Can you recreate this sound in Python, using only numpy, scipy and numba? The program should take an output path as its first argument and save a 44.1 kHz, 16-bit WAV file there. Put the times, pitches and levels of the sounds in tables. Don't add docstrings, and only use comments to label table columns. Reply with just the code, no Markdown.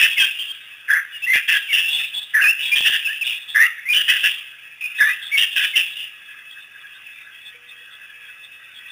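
import sys
import numpy as np
from scipy import signal
from scipy.io import wavfile
from scipy.ndimage import uniform_filter1d, map_coordinates
from numba import njit

SR = 44100
rng = np.random.default_rng(int(sys.argv[2]) if len(sys.argv) > 2 else 0)


def log_audio(samples):
    frames = np.atleast_2d(samples).T
    limited = np.clip(frames, -1, 1)
    pcm = np.round(limited * 32767).astype(np.int16)
    wavfile.write(sys.argv[1], SR, pcm)


N = 393019
T = np.arange(N) / SR

# pitch_hz, sag_s, release_s, murmur_db; times are for a 64 dB fall
THROATS = [(1769, 4.6, 0.12, -21.5), (2672, 0.85, 0.61, -5.5), (3223, 3.5, 0.66, -8.5)]
# start_s, hold_s, low_db, middle_db, high_db, middle_pitch_hz
BARKS = [(0.0, 0.064, -20, -12, -47, 2690), (0.176, 0.11, -32, -15, -29.5, 2628),
         (1.332, 0.058, -14.5, -16, -28.5, 2502), (1.482, 0.096, -18, -15, -23.5, 2708),
         (1.726, 0.0793, -29, -12, -29.5, 2745), (2.758, 0.037, -27, -20, -16, 2600),
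         (2.853, 0.038, -21, -11, -27, 2810), (2.924, 0.047, -20.5, -18.5, -25, 2844),
         (3.931, 0.092, -28, -14, -27, 2880), (4.083, 0.096, -22.5, -15, -30, 2875),
         (4.237, 0.045, -21.5, -13.5, -22, 2760), (5.373, 0.077, -27.5, -12, -23, 2852),
         (5.562, 0.096, -22, -14.5, -23, 2669), (5.756, 0.051, -26, -11, -28, 2722)]
# start_s, attack_s, hold_s (from the start to the cut), level_db, pitch_hz, glide_hz_per_s
YELPS = [(0.389, 0.013, 0.11, -29, 2932, -300), (0.883, 0.031, 0.12, -14, 1690, -100),
         (1.891, 0.032, 0.2, -24.5, 3386, 195), (1.943, 0.03, .11, -21.5, 2712, -300),
         (1.981, 0.022, 0.046, -35, 1760, 200), (2.145, 0.014, 0.11, -29, 3413, 195),
         (2.341, 0.016, 0.1345, -11.5, 1690, -100), (2.409, 0.03, 0.041, -17, 2480, 1017),
         (2.59, 0.01, 0.2, -23.5, 2670, -200), (2.621, .016, 0.081, -29, 3390, 306),
         (3.082, 0.0097, 0.19, -29, 2736, 200), (3.249, 0.03, 0.14, -21.5, 2648, -200),
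         (3.242, 0.0091, 0.13, -28.5, 3324, 199), (3.478, 0.022, 0.19, -31.5, 3400, 192),
         (3.548, 0.026, .12, -12, 1700, 1815), (3.601, 0.03, 0.076, -24.5, 2490, 1510),
         (3.764, 0.036, 0.043, -31.5, 1880, 193.5), (4.373, 0.017, 0.024, -30, 2880, 200),
         (4.812, 0.0044, 0.24, -30.5, 2547, 286), (4.978, 0.021, 0.13, -31, 3550, -800),
         (4.988, 0.039, 0.11, -12, 1660, 609), (5.218, 0.015, 0.081, -33, 3400, 200),
         (5.963, 0.018, 0.12, -28, 2867, -800)]
# time_s, level_db
MURMUR_LEVELS = [(0.0, -11.5), (0.15, -29), (0.67, -39.5), (0.96, -54), (1.9, -24.5), (2.24, -39),
                 (2.42, -55), (2.62, -27), (2.86, -21), (3.88, -54.5), (4.11, -17), (4.59, -43.5),
                 (4.85, -104), (4.97, -35.5), (5.33, -35), (5.54, -30), (5.85, -32), (6.2, -48)]
# start_s, length_s, start_hz, middle_hz, end_hz, level_db
SQUEAKS = [(0.164, 0.027, 2270, 2136, 1960, -21), (.19, 0.067, 3190, 3198, 3235, -13.5),
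           (0.1, 0.059, 3270, 3240, 3160, -31), (0.202, 0.048, 1582, 1622, 1660, -22.5),
           (0.905, 0.04, 1684, 1664, 1674, -14), (0.908, .026, 3270, 3360, 3360, -33.5),
           (1.476, 0.019, 3320, 3210, 3140, -24.5), (1.538, 0.043, 1680, 1682, 1640, -20.5),
           (3.93, 0.062, 2978, 3047, 3037, -14.5), (4.076, 0.042, 1695, 1890, 2017, -20),
           (4.088, 0.034, 2913, 2950, 2980, -18), (4.085, 0.037, 2584, 2550, 2640, -15.5),
           (5.559, 0.027, 1680, 1626, 1600, -25), (0.383, 0.051, 3216, 3188, 3264, -27),
           (0.478, 0.045, 3266, 3196, 3180, -25), (1.12, 0.063, 2906, 2885, 2830, -31),
           (1.219, 0.043, 2650, 2680, 2700, -22.5), (1.265, 0.086, 1887, 2087, 1924, -14.5),
           (1.686, 0.048, 2260, 2223, 1950, -22.5), (1.764, 0.15, 2700, 2673, 2720, -21),
           (1.928, 0.038, 3380, 3423, 3390, -20), (2.131, 0.064, 3407, 3360, 3527, -25.5),
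           (2.428, 0.091, 2492, 2552, 2756, -11.5), (2.429, 0.028, 1290, 1236, 1290, -34),
           (2.621, 0.1, 3410, 3340, 3360, -27.5), (2.716, 0.034, 2437, 2366, 2537, -12.5),
           (3.049, 0.032, 2825, 2612, 2510, -18.5), (3.069, 0.064, 1577, 1707, 1875, -27.5),
           (3.211, 0.025, 2760, 2630, 2450, -18.5), (3.546, 0.12, 1646, 1805, 1983, -12.5),
           (3.574, 0.12, 1223, 1263, 1370, -35.5), (3.853, 0.05, 1960, 2170, 2370, -25.5),
           (3.886, 0.05, 2325, 2415, 2350, -14.5), (2.755, 0.031, 3335, 3143, 3020, -15),
           (5.007, 0.028, 1697, 1665, 1740, -12.5), (5.073, .05, 1823, 1907, 2070, -20),
           (4.807, 0.073, 2702, 2457, 2586, -24.5), (5.063, 0.082, 2440, 2440, 2660, -25.5),
           (4.889, 0.12, 2560, 2570, 2574, -32.5), (5.061, 0.049, 1230, 1212, 1180, -38),
           (5.316, 0.061, 2200, 2253, 2200, -16.5), (5.733, 0.028, 2226, 2110, 1940, -24.5)]
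# time_s, gain_db
HUFFS = [(6.2098, -49), (6.2911, -48), (6.383, -44.5), (6.5765, -45), (6.7586, -49), (6.8494, -44),
         (7.2759, -45.5), (8.0012, -48), (8.1035, -47), (8.2212, -49)]
# time_s, gain_db, centre_hz
CHIRPS = [(6.3041, -50, 3180), (6.5076, -42, 3320), (6.6069, -49, 3560), (6.953, -50.5, 3570),
          (7.3332, -49, 3280), (7.414, -51, 3420), (7.4634, -43, 3480), (7.6864, -46, 3540),
          (7.9274, -45, 3400), (8.2641, -49, 3270), (8.438, -45, 3500), (8.7655, -41, 3360),
          (8.8952, -47, 3480)]
# centre_hz, width_hz, gain_db
MIC_RESONANCES = [(1302, 180, -10.5), (1624, 167, -2), (2004, 150, -5), (2542, 320, 1.5), (2886, 190, -6),
                  (3434, 165, -4)]
# near_hz (moved to the closest harmonic), level_db
BUZZ_PARTIALS = [(1696, -54.5), (1900, -58.5), (2196, -73), (2498, -60), (2600, -46.5), (2697, -54.5),
                 (3300, -61)]
# start_s, pitch_hz, strike_db, ring_db
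PINGS = [(7.545, 484, -54, -70), (7.81, 500, -59, -85)]
# centre_hz, width_hz
MIC_DIPS = [(1440, 52), (3120, 97)]
# time_s, size_db
POPS = [(1.358, -9), (2.808, -11), (2.9, -15)]

CALL_FLOOR_HZ = 1223
BARK_ATTACK_S, BARK_GLIDE_HZ_S = .013, -600
YELP_SAG_S, YELP_RELEASE_S = 0.85, 0.073
TAIL_DB, TAIL_S = -14.5, 11
STRAND_HZ, STRAND_DB = 230.3, -5.5
RATTLE_HZ, RATTLE_DEPTH = 140, .5
CUT_DB, CUT_S = -8, .008
SWELL_DB_S, RASP_DB = 101, -15.5
HUFF_HZ = 1655
BUZZ_HZ, HUM_HZ = 99.9, 120
BAND_HZ, TOP_HZ = 3700, 15420
OLD_RATE, BLOCK_IN, BLOCK_OUT = 32000, 1152, 1587


def pack():
    t = T[:SR // 2]
    luck = chance()
    calls = []
    for start, attack, hold, db, pitch, glide in YELPS:
        hz = pitch + glide * np.minimum(t, hold)
        yelp = envelope(t, attack, hold, YELP_SAG_S, YELP_RELEASE_S)
        whimper = undb(TAIL_DB) * envelope(t, attack, hold, TAIL_S, TAIL_S) * (1 - t / t[-1])
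        calls.append((start, hz, undb(db) * (yelp + whimper)))
    for start, hold, low_db, middle_db, high_db, middle_hz in BARKS:
        levels = (low_db, middle_db, high_db)
        pitches = (THROATS[0][0], middle_hz, THROATS[2][0])
        for db, pitch, (_, sag, release, _) in zip(levels, pitches, THROATS):
            hz = pitch + BARK_GLIDE_HZ_S * np.minimum(t, hold)
            calls.append((start, hz, undb(db) * envelope(t, BARK_ATTACK_S, hold, sag, release)))

    out = np.zeros(N + SR)
    shifts = rng.integers(0, N // 2, len(calls))
    for (start, hz, shape), shift in zip(calls, shifts):
        first = max(int((start - .005) * SR), 0)
        out[first:][:len(t)] += shape * voice(hz, shift, *luck)

    murmur = np.zeros(N)
    for pitch, _, _, db in THROATS:
        flutter = undb(db + 3.87 * walk(17))
        murmur += flutter * voice(pitch * (1 + .03 * walk(9)), 0, *chance())
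    times, levels = np.array(MURMUR_LEVELS).T
    out = out[:N] + murmur * undb(np.interp(T, times, levels, right=-90))
    return signal.sosfilt(signal.butter(4, CALL_FLOOR_HZ, "high", fs=SR, output="sos"), out)


def voice(hz, shift, kick, throb, weave, air):
    def whistle(f, place):
        pitch = f + 70 * kick[place] + 70 * np.tanh(weave[place])
        return level(throb[place] * np.sin(2 * np.pi * np.cumsum(pitch) / SR), 0)

    own = slice(shift, shift + len(hz))
    other = (np.arange(len(hz)) + shift + N // 3) % N
    strand = undb(STRAND_DB + 1.87 * weave[other[::-1]]) * whistle(hz + STRAND_HZ, other)
    breath = svf(svf(air[own], hz, 0.35 * hz[0]), hz, 0.35 * hz[0])
    return level(whistle(hz, own) + strand + level(throb[own] * breath, -8), 0)


def envelope(t, attack, hold, sag, release):
    after = np.maximum(t - hold, 0)
    cut = undb(CUT_DB * (1 - np.exp(-after / CUT_S)))
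    fall = 0.00062 ** (np.minimum(t, hold) / sag + after / release)
    return np.clip(t / attack, 0, 1) ** 0.83 * cut * fall


def chance():
    rattle = np.sin(2 * np.pi * np.cumsum(RATTLE_HZ * (1 + .22 * walk(40))) / SR)
    depth = np.clip(RATTLE_DEPTH * (1 + 0.49 * walk(25)), 0, 1)
    kick = walk(260)
    throb = (1 + depth * rattle) * undb(2.05 * walk(180) + 1.52 * walk(45))
    return kick, throb, walk(35), rng.standard_normal(N)


def squeaks():
    out = np.zeros(N)
    waver_hz, flutter, air = 40 * walk(220), undb(1.21 * walk(150)), rng.standard_normal(N)
    for start, length, start_hz, middle_hz, end_hz, db in SQUEAKS:
        i = np.arange(int(start * SR), int((start + length) * SR))
        u = (i - i[0]) / len(i)
        hz = start_hz * (1 - u) * (1 - 2 * u) + 4 * middle_hz * u * (1 - u) + end_hz * u * (2 * u - 1)
        tone = np.sqrt(2) * flutter[i] * np.sin(2 * np.pi * np.cumsum(hz + waver_hz[i]) / SR)
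        rasp = level(svf(svf(air[i], hz, 550.0), hz, 550.0), RASP_DB)
        swell = undb(db - SWELL_DB_S * length * np.maximum(.65 - u, 0))
        out[i] += swell * np.sin(np.pi * u) ** 0.34 * (tone + rasp)
    return out


def echo(x, t60, wet_db):
    t = T[:SR // 2]
    decay = np.exp(-np.log(1000) * t / t60) * (t > .015)
    tail = level(rng.standard_normal(len(t)) * decay, 0) / np.sqrt(len(t))
    return x + undb(wet_db) * signal.fftconvolve(x, tail)[:N]


def puffs(table, length, width):
    out = np.zeros(N)
    for time, db, hz in table:
        u = np.clip((T - time) / length + 0.37, 0, 1)
        out += undb(db) * np.sin(np.pi * u) ** 2 * level(band(rng.standard_normal(N), hz, width), 3.5)
    return out


def bush():
    swell = walk(6.6)
    out = np.zeros(N)
    for hz, width, db in MIC_RESONANCES:
        hiss = band(rng.standard_normal(N), hz * (1 + 0.029 * walk(10)), 1.3 * width)
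        out += level(hiss, db - 52.5) * undb(0.98 * swell + 2.0 * walk(30) + 2.45 * walk(60))
    return out


def camera():
    clicks = np.diff(np.floor(BUZZ_HZ * T), prepend=0)
    buzz = level(mic(mic(clicks)), -61.0)
    for near_hz, db in BUZZ_PARTIALS:
        hz = BUZZ_HZ * round(near_hz / BUZZ_HZ)
        buzz += undb(db + 2.66 * walk(25)) * np.sin(2 * np.pi * hz * T + 2 * np.pi * rng.random())
    out = buzz * undb(3.4 * walk(35)) + undb(-73.5) * np.sin(2 * np.pi * HUM_HZ * T)
    for start, hz, strike_db, ring_db in PINGS:
        since = np.maximum(T - start, 0)
        strike = undb(strike_db) * np.exp(-since / 0.02)
        ring = undb(ring_db + 3.4 * walk(8)) * np.exp(-since / 1.8)
        out += (strike + ring) * np.sin(2 * np.pi * hz * since)
    return out + level(svf(rng.standard_normal(N), np.full(N, 300.), 2000.0), -64.0)


def mic(x):
    return sum(undb(db) * svf(x, np.full(N, 1. 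* hz), 1. * width) for hz, width, db in MIC_RESONANCES)


def undb(db):
    return 10 ** (np.asarray(db) / 20)


def level(x, db):
    return x * undb(db) / np.sqrt(np.mean(x ** 2))


@njit
def svf(x, hz, width):
    y, b, l = np.empty(len(x)), 0., 0.
    for i in range(len(x)):
        g, k = np.tan(np.pi * hz[i] / SR), width / hz[i]
        v = (b + g * (x[i] - l)) / (1 + g * (g + k))
        b, l, y[i] = 2 * v - b, l + 2 * g * v, k * v
    return y


def band(x, hz, width):
    hz = hz + np.zeros(N)
    return svf(svf(x, hz, 1. * width), hz, 1. * width)


def walk(rate):
    k = max(int(SR / rate), 2)
    steps = np.repeat(rng.standard_normal(N // k + 1), k)
    return level(uniform_filter1d(uniform_filter1d(steps, k), k)[:N], 0)


def scene():
    dogs = echo(pack() + squeaks(), t60=0.27, wet_db=-9.5)
    chirps = puffs(CHIRPS, 0.081, 220)
    huffs = puffs([(time, db, HUFF_HZ) for time, db in HUFFS], 0.075, 170)
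    return (dogs + chirps + huffs + bush() + camera())[None]


def record(dry):
    x = dry[0]
    for hz, width in MIC_DIPS:
        x = x - svf(x, np.full(N, 1. * hz), 1. * width)
    x = signal.sosfilt(signal.ellip(6, .5, 50, BAND_HZ, fs=SR, output="sos"), x)
    loudness = np.sqrt(uniform_filter1d(x ** 2, size=400) + 1e-12)
    grit = svf(rng.standard_normal(N), np.full(N, 600.), 2800.0) * loudness
    octave = band(np.abs(x) ** 1.72, 5460, 1850)
    x = 0.85 * np.tanh((x + 0.36 * octave) / 0.75) + undb(-34.5) * grit
    x += level(band(rng.standard_normal(N), 5700, 3600), -70.5)
    for time, db in POPS:
        x += undb(db) * np.exp(-((T - time) / 0.000052) ** 2)
    block, j = np.divmod(np.arange(N), BLOCK_OUT)
    slow_index = block * BLOCK_IN + j * OLD_RATE // SR
    held = map_coordinates(x, [slow_index * BLOCK_OUT / BLOCK_IN], order=3, mode="nearest")
    return signal.sosfilt(signal.ellip(10, .2, 70, TOP_HZ, fs=SR, output="sos"), held)[None]


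dry = scene()
out = record(dry)
log_audio(out)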